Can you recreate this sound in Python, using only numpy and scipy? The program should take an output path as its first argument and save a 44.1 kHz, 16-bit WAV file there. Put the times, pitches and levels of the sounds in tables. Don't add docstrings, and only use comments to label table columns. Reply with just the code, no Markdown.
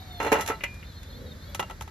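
import sys
import numpy as np
from scipy import signal
from scipy.fft import rfft, irfft
from scipy.io import wavfile
from scipy.ndimage import uniform_filter1d

SR = 44100
rng = np.random.default_rng(int(sys.argv[2]) if len(sys.argv) > 2 else 0)


def dump_mix(stems):
    frames = np.atleast_2d(stems).T
    limited = np.clip(frames, -1, 1)
    pcm = np.round(limited * 32767).astype(np.int16)
    wavfile.write(sys.argv[1], SR, pcm)


N = 83790
T = np.arange(N) / SR
RING_T = T[:16384]


# (time [s], level [dB], extra gain of thud [dB], of grit [dB], crumbling time [s])
CLODS = [(.2, -22.5, -10.5, -21.5, 0.016), (.228, -31, -1, -8, 0.0082), (.247, -25, -2.5, -14.5, 0.022),
         (.264, -23.5, -3, -19.5, 0.01), (.318, -21.5, -2.5, -11, 0.0031), (.322, -15, 0, -14.5, 0.0062),
         (.327, -25, -30, -2.5, 0.0084), (.352, -21.5, -7.5, -35, 0.016), (.385, -25.5, -6, -15, 0.024),
         (.407, -32, -39, 2, 0.015), (0.461, -41, -31, 5, 0.0066), (.475, -37.5, -26, 6.5, 0.0052),
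         (.484, -27.5, -18, -6, 0.0062), (.499, -24.5, 0, -18.5, 0.0064), (.518, -34, -22, -27, 0.0056)]
# (time [s], level [dB])
SOIL_POUR = [(.185, -60), (.205, -33), (.28, -42), (.31, -38), (.36, -29.5), (.41, -46), (.445, -50),
             (.52, -35.5), (.57, -56.5), (.7, -78)]
# (pitch [Hz], level [dB], time to fade by 60 dB [s])
BED_NOTES = [(391.4, -8.5, 0.26), (562.5, -3.5, 0.13), (882.7, 0.5, 0.15), (893, 3.5, 0.056),
             (1293, -3.5, 0.18), (1327, 1.5, 0.15), (1965, -1.5, 0.14), (2790, -8.5, 0.24),
             (3577, -20, 0.12)]
# (pitch [Hz], level [dB], time to fade by 60 dB [s])
THUD_NOTES = [(249, -35, 0.077), (300.5, -7.5, 0.066), (443, 2, 0.074), (564, -4, 0.083)]
# (frequency [Hz], gain [dB])
BASS_LOSS = [(70, -26), (240, -1)]
# (frequency [Hz], level [dB])
KNOCK_TONE = [(100, -15), (250, -13), (450, -0.5), (900, -2.5), (1500, -6), (2300, -7), (3200, -17),
              (4200, -21), (5000, -27), (15000, -45.5)]
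# (frequency [Hz], level [dB])
GRIT_TONE = [(300, -71), (1500, -0.5), (3800, 0), (4800, -7), (6000, -1.5), (7800, -7), (11000, -5.5),
             (13500, -7), (15500, -81)]
GRIT_FADE_S, POUR_GRIT_DB, KNOCK_DB, BED_RING_DB = 0.033, -14.5, -3, -4

def earth():
    pour = rng.standard_normal(N) * amp(curve(SOIL_POUR))
    knock_force, grit_force = pour, pour * amp(POUR_GRIT_DB)
    rings, thuds = play(pour, struck(BED_NOTES)), 0
    for start, db, thud_db, grit_db, crumble_s in CLODS:
        force = contact(start, db, crumble_s)
        knock_force = knock_force + force
        grit_force = grit_force + force * amp(grit_db)
        rings = rings + play(force, struck(BED_NOTES))
        thuds = thuds + place(struck(THUD_NOTES, phase_spread=.15), start, db + thud_db)
    knocks = play(knock_force, burst(KNOCK_TONE, fade_s=0.054))
    grit = play(grit_force, burst(GRIT_TONE, GRIT_FADE_S))
    return amp(KNOCK_DB) * knocks + amp(BED_RING_DB) * rings + colour(thuds, BASS_LOSS) + grit


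# (time [s], level [dB], extra gain of grit [dB])
STONE_DROPS = [(1.547, -37.5, 4.5), (1.595, -25.5, -15), (1.600, -33.5, -4.5), (1.627, -34, -44),
               (1.698, -40.5, -12), (1.709, -39.5, -14), (1.809, -38.5, -3.5), (1.821, -52, 9),
               (1.877, -46, -12)]
# (frequency [Hz], level [dB])
STONE_TONE = [(200, -38), (420, -4), (650, -3.5), (850, 4), (1600, -9.5), (3200, -9.5), (4500, -20.5),
              (15000, -35)]
STONE_FADE_S, STONE_RING_DB = 0.036, -1.5

def stones():
    out, grit = 0, burst(GRIT_TONE, STONE_FADE_S)
    loaded_bed = [(hz, db, fade_s * .7) for hz, db, fade_s in BED_NOTES]
    for start, db, grit_db in STONE_DROPS:
        clack = burst(STONE_TONE, STONE_FADE_S) + amp(STONE_RING_DB) * struck(loaded_bed)
        force = contact(start, db, rattle_s=.0035)
        out = out + play(force, clack + amp(grit_db) * grit)
    return out


# (time [s], level [dB], extra gain of ring [dB], of grit [dB])
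CLINKS = [(.608, -40.5, -1.5, -27), (0.637, -27, -0.5, -8), (.742, -61, -20, 8.5), (.827, -45.5, -8, -24),
          (1.03, -56.5, -10, 6)]
# (pitch [Hz], level [dB], time to fade by 60 dB [s])
BUCKET_NOTES = [(573, 1, 0.074), (944, -5, 0.13), (2028, 6.5, 0.1), (2350, 7, 0.037), (2413, -4.5, 0.56),
                (2730, -1, 0.085), (2870, -4.5, 0.16)]
# (frequency [Hz], level [dB])
CLINK_TONE = [(200, -8), (550, -10), (1500, 2.5), (2200, 8), (2900, 6), (3700, -13), (8000, -30),
              (15000, -25)]

def bucket():
    clink = burst(CLINK_TONE, fade_s=0.071)
    steel = ring(BUCKET_NOTES)
    out, grit = 0, burst(GRIT_TONE, GRIT_FADE_S)
    for start, db, ring_db, grit_db in CLINKS:
        force = contact(start, db, rattle_s=0.0046)
        out = out + play(force, clink + amp(grit_db) * grit) + place(steel, start, db + ring_db)
    return out


# (time [s],
# pitch [Hz], level [dB])
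WHINE = [(0, 766, -49), (.07, 750.4, -53.5), (.13, 715, -50), (.22, 690.5, -53), (.58, 668.5, -58),
         (.72, 430.8, -76), (.88, 530, -57), (.96, 472, -56.5), (1.04, 439.5, -60.5), (1.13, 468, -54.5),
         (1.17, 533.4, -56), (1.24, 568, -57), (1.3, 530, -57.5), (1.37, 496, -64), (1.5, 567, -50.5),
         (1.56, 560, -54), (1.66, 530, -87)]
# (frequency [Hz], width [Hz], gain [dB])
HOUSING_PEAKS = [(700, 210, 1.5), (2210, 290, -9.5), (3634, 340, 3), (4183, 310, 3), (12760, 610, -12.5)]
FLUTTER_DB, RASP_DB = 4, 2

def motor():
    pitch = curve(WHINE) * (1 + .006 * wander(40) + .008 * wander(700))
    phase = 2 * np.pi * np.cumsum(pitch) / SR
    whine = 0
    for k in range(1, 30):
        flutter = amp(FLUTTER_DB * wander(150))
        whine = whine + flutter * np.sin(k * phase + .5 * rng.standard_normal((2, 1)))
    rasp = amp(RASP_DB) * rng.standard_normal((2, N))
    f = np.fft.rfftfreq(2 * N, 1 / SR)
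    housing = sum(amp(db) ** 2 / (1 + (2 * (f - hz) / width) ** 2) ** 2
                  for hz, width, db in HOUSING_PEAKS)
    return shape((whine + rasp) * amp(curve(WHINE, column=2)), np.sqrt(housing))


# (frequency [Hz], level [dB])
AIR_TONE = [(20, -39), (33, -11), (46, 5.5), (95, -1.5), (135, -2), (220, -11), (350, -16.5), (550, -18.5),
            (800, -24), (1800, -21), (2700, -33), (4000, -26.5), (7000, -36.5), (10500, -41),
            (12800, -34.5), (15000, -77)]
# (frequency [Hz], level [dB])
RUSTLE_TONE = [(100, -30), (230, 12), (350, -7.5), (520, 5), (700, -17), (2000, -46)]
# (pitch [Hz], level [dB])
ENGINE_HUM = [(59, -56), (78, -49), (93.5, -49.5), (198, -59)]
AIR_DB, RUSTLE_DB, RUSTLE_PEAK_S, RUSTLE_WIDTH_S = -44.5, -46, 1.243, 0.1

def outdoors():
    air = steady_noise(AIR_TONE) * amp(AIR_DB + 0.49 * wander(4.7))
    hum = sum(np.sqrt(2) * amp(db) * np.sin(2 * np.pi * hz * T + 0.94 * wander(5.06))
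              for hz, db in ENGINE_HUM)
    swell = np.exp(-.5 * ((T - RUSTLE_PEAK_S) / RUSTLE_WIDTH_S) ** 2)
    return air + hum + steady_noise(RUSTLE_TONE) * amp(RUSTLE_DB) * swell


CRUMBS_PER_S, CRUMB_SPREAD_DB = 3500, 4.5

def contact(start, db, rattle_s):
    size = 4096
    strength = amp(CRUMB_SPREAD_DB * np.minimum(rng.exponential(size=size), 4))
    crumbs = (rng.random(size) < CRUMBS_PER_S / SR) * strength * rng.choice([-1, 1], size)
    force = unit(crumbs * np.exp(-T[:size] / rattle_s))
    force[0] += 0.63 * np.exp(-rattle_s / 0.0071)
    return place(unit(even(force)), start, db)


def struck(notes, phase_spread=0.49):
    varied = [(hz * (1 + .008 * rng.standard_normal()), db + 2.5 * rng.standard_normal(), fade_s)
              for hz, db, fade_s in notes]
    return ring(varied, phase_spread)


def ring(notes, phase_spread=0.37):
    out = 0
    for hz, db, fade_s in notes:
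        offset = phase_spread * rng.standard_normal((2, 1))
        out = out + amp(db) * fade(fade_s) * np.sin(2 * np.pi * hz * RING_T + offset)
    return unit(out)


def burst(tone, fade_s):
    noise = rng.standard_normal((2, len(RING_T))) * fade(fade_s)
    return unit(spread(even(noise), tone))


def steady_noise(tone):
    return unit(spread(rng.standard_normal((2, N)), tone)) * np.sqrt(N)


# (frequency [Hz], sides compared with the middle [dB])
STEREO_WIDTH = [(60, -23), (200, -10), (400, -14), (700, -3), (1300, -3), (2400, -0.5), (4400, -8),
                (8000, 9), (14000, -12)]

def spread(pair, tone):
    side = colour(pair[1], STEREO_WIDTH)
    return colour(np.array([pair[0] + side, pair[0] - side]), tone)


def play(force, response):
    return signal.fftconvolve(np.atleast_2d(force), response, axes=-1)[:, :N]


def place(x, start, db):
    padded = np.pad(np.atleast_2d(x), ((0, 0), (int(start * SR), N)))
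    return padded[:, :N] * amp(db) * np.sqrt(SR / 100)


def even(x, width_hz=70):
    n = x.shape[-1]
    power = uniform_filter1d(np.abs(rfft(x, 2 * n)) ** 2, int(width_hz * 2 * n / SR))
    return shape(x, 1 / np.sqrt(np.abs(power) + 1e-12))


def colour(x, tone):
    hz, db = np.array(tone).T
    f = np.maximum(np.fft.rfftfreq(2 * x.shape[-1], 1 / SR), 1)
    return shape(x, amp(np.interp(np.log(f), np.log(hz), db)))


def shape(x, gain):
    n = x.shape[-1]
    cepstrum = irfft(np.log(gain + 1e-12))
    cepstrum[..., 1:n] *= 2
    cepstrum[..., n + 1:] = 0
    return irfft(rfft(x, 2 * n) * np.exp(rfft(cepstrum)))[..., :n]


def wander(rate):
    step = max(int(SR / rate), 2)
    stairs = np.repeat(rng.standard_normal(N // step + 1), step)
    return np.sqrt(2) * uniform_filter1d(uniform_filter1d(stairs, step), step)[:N]


def fade(fade_s):
    return np.exp(-np.log(1000) * RING_T / fade_s)


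def curve(table, column=1):
    rows = np.array(table)
    return np.interp(T, rows[:, 0], rows[:, column])


def unit(x):
    return x / np.sqrt(np.mean(np.sum(x ** 2, axis=-1)) + 1e-18)


def amp(db):
    return 10 ** (np.asarray(db) / 20)


ECHO_DB, ECHO_FADE_S = -21, 0.27

def scene():
    hits = earth() + stones() + bucket()
    echo = play(hits, burst([(100, 6.5), (1500, -7.5), (12000, -8.5)], ECHO_FADE_S))
    return hits + amp(ECHO_DB) * echo + motor() + outdoors()


DIP_HZ, DIP_WIDTH_HZ, DIP_DB, TOP_HZ = 8510, 538, -22.5, 15200

def record(dry):
    f = np.fft.rfftfreq(2 * N, 1 / SR)
    dip = amp(DIP_DB * np.exp(-((f - DIP_HZ) / DIP_WIDTH_HZ) ** 2))
    heard = irfft(rfft(dry, 2 * N) * dip)[:, :N]
    return signal.sosfilt(signal.ellip(10, .2, 80, TOP_HZ, fs=SR, output="sos"), heard)


dry = scene()
out = record(dry)
dump_mix(out)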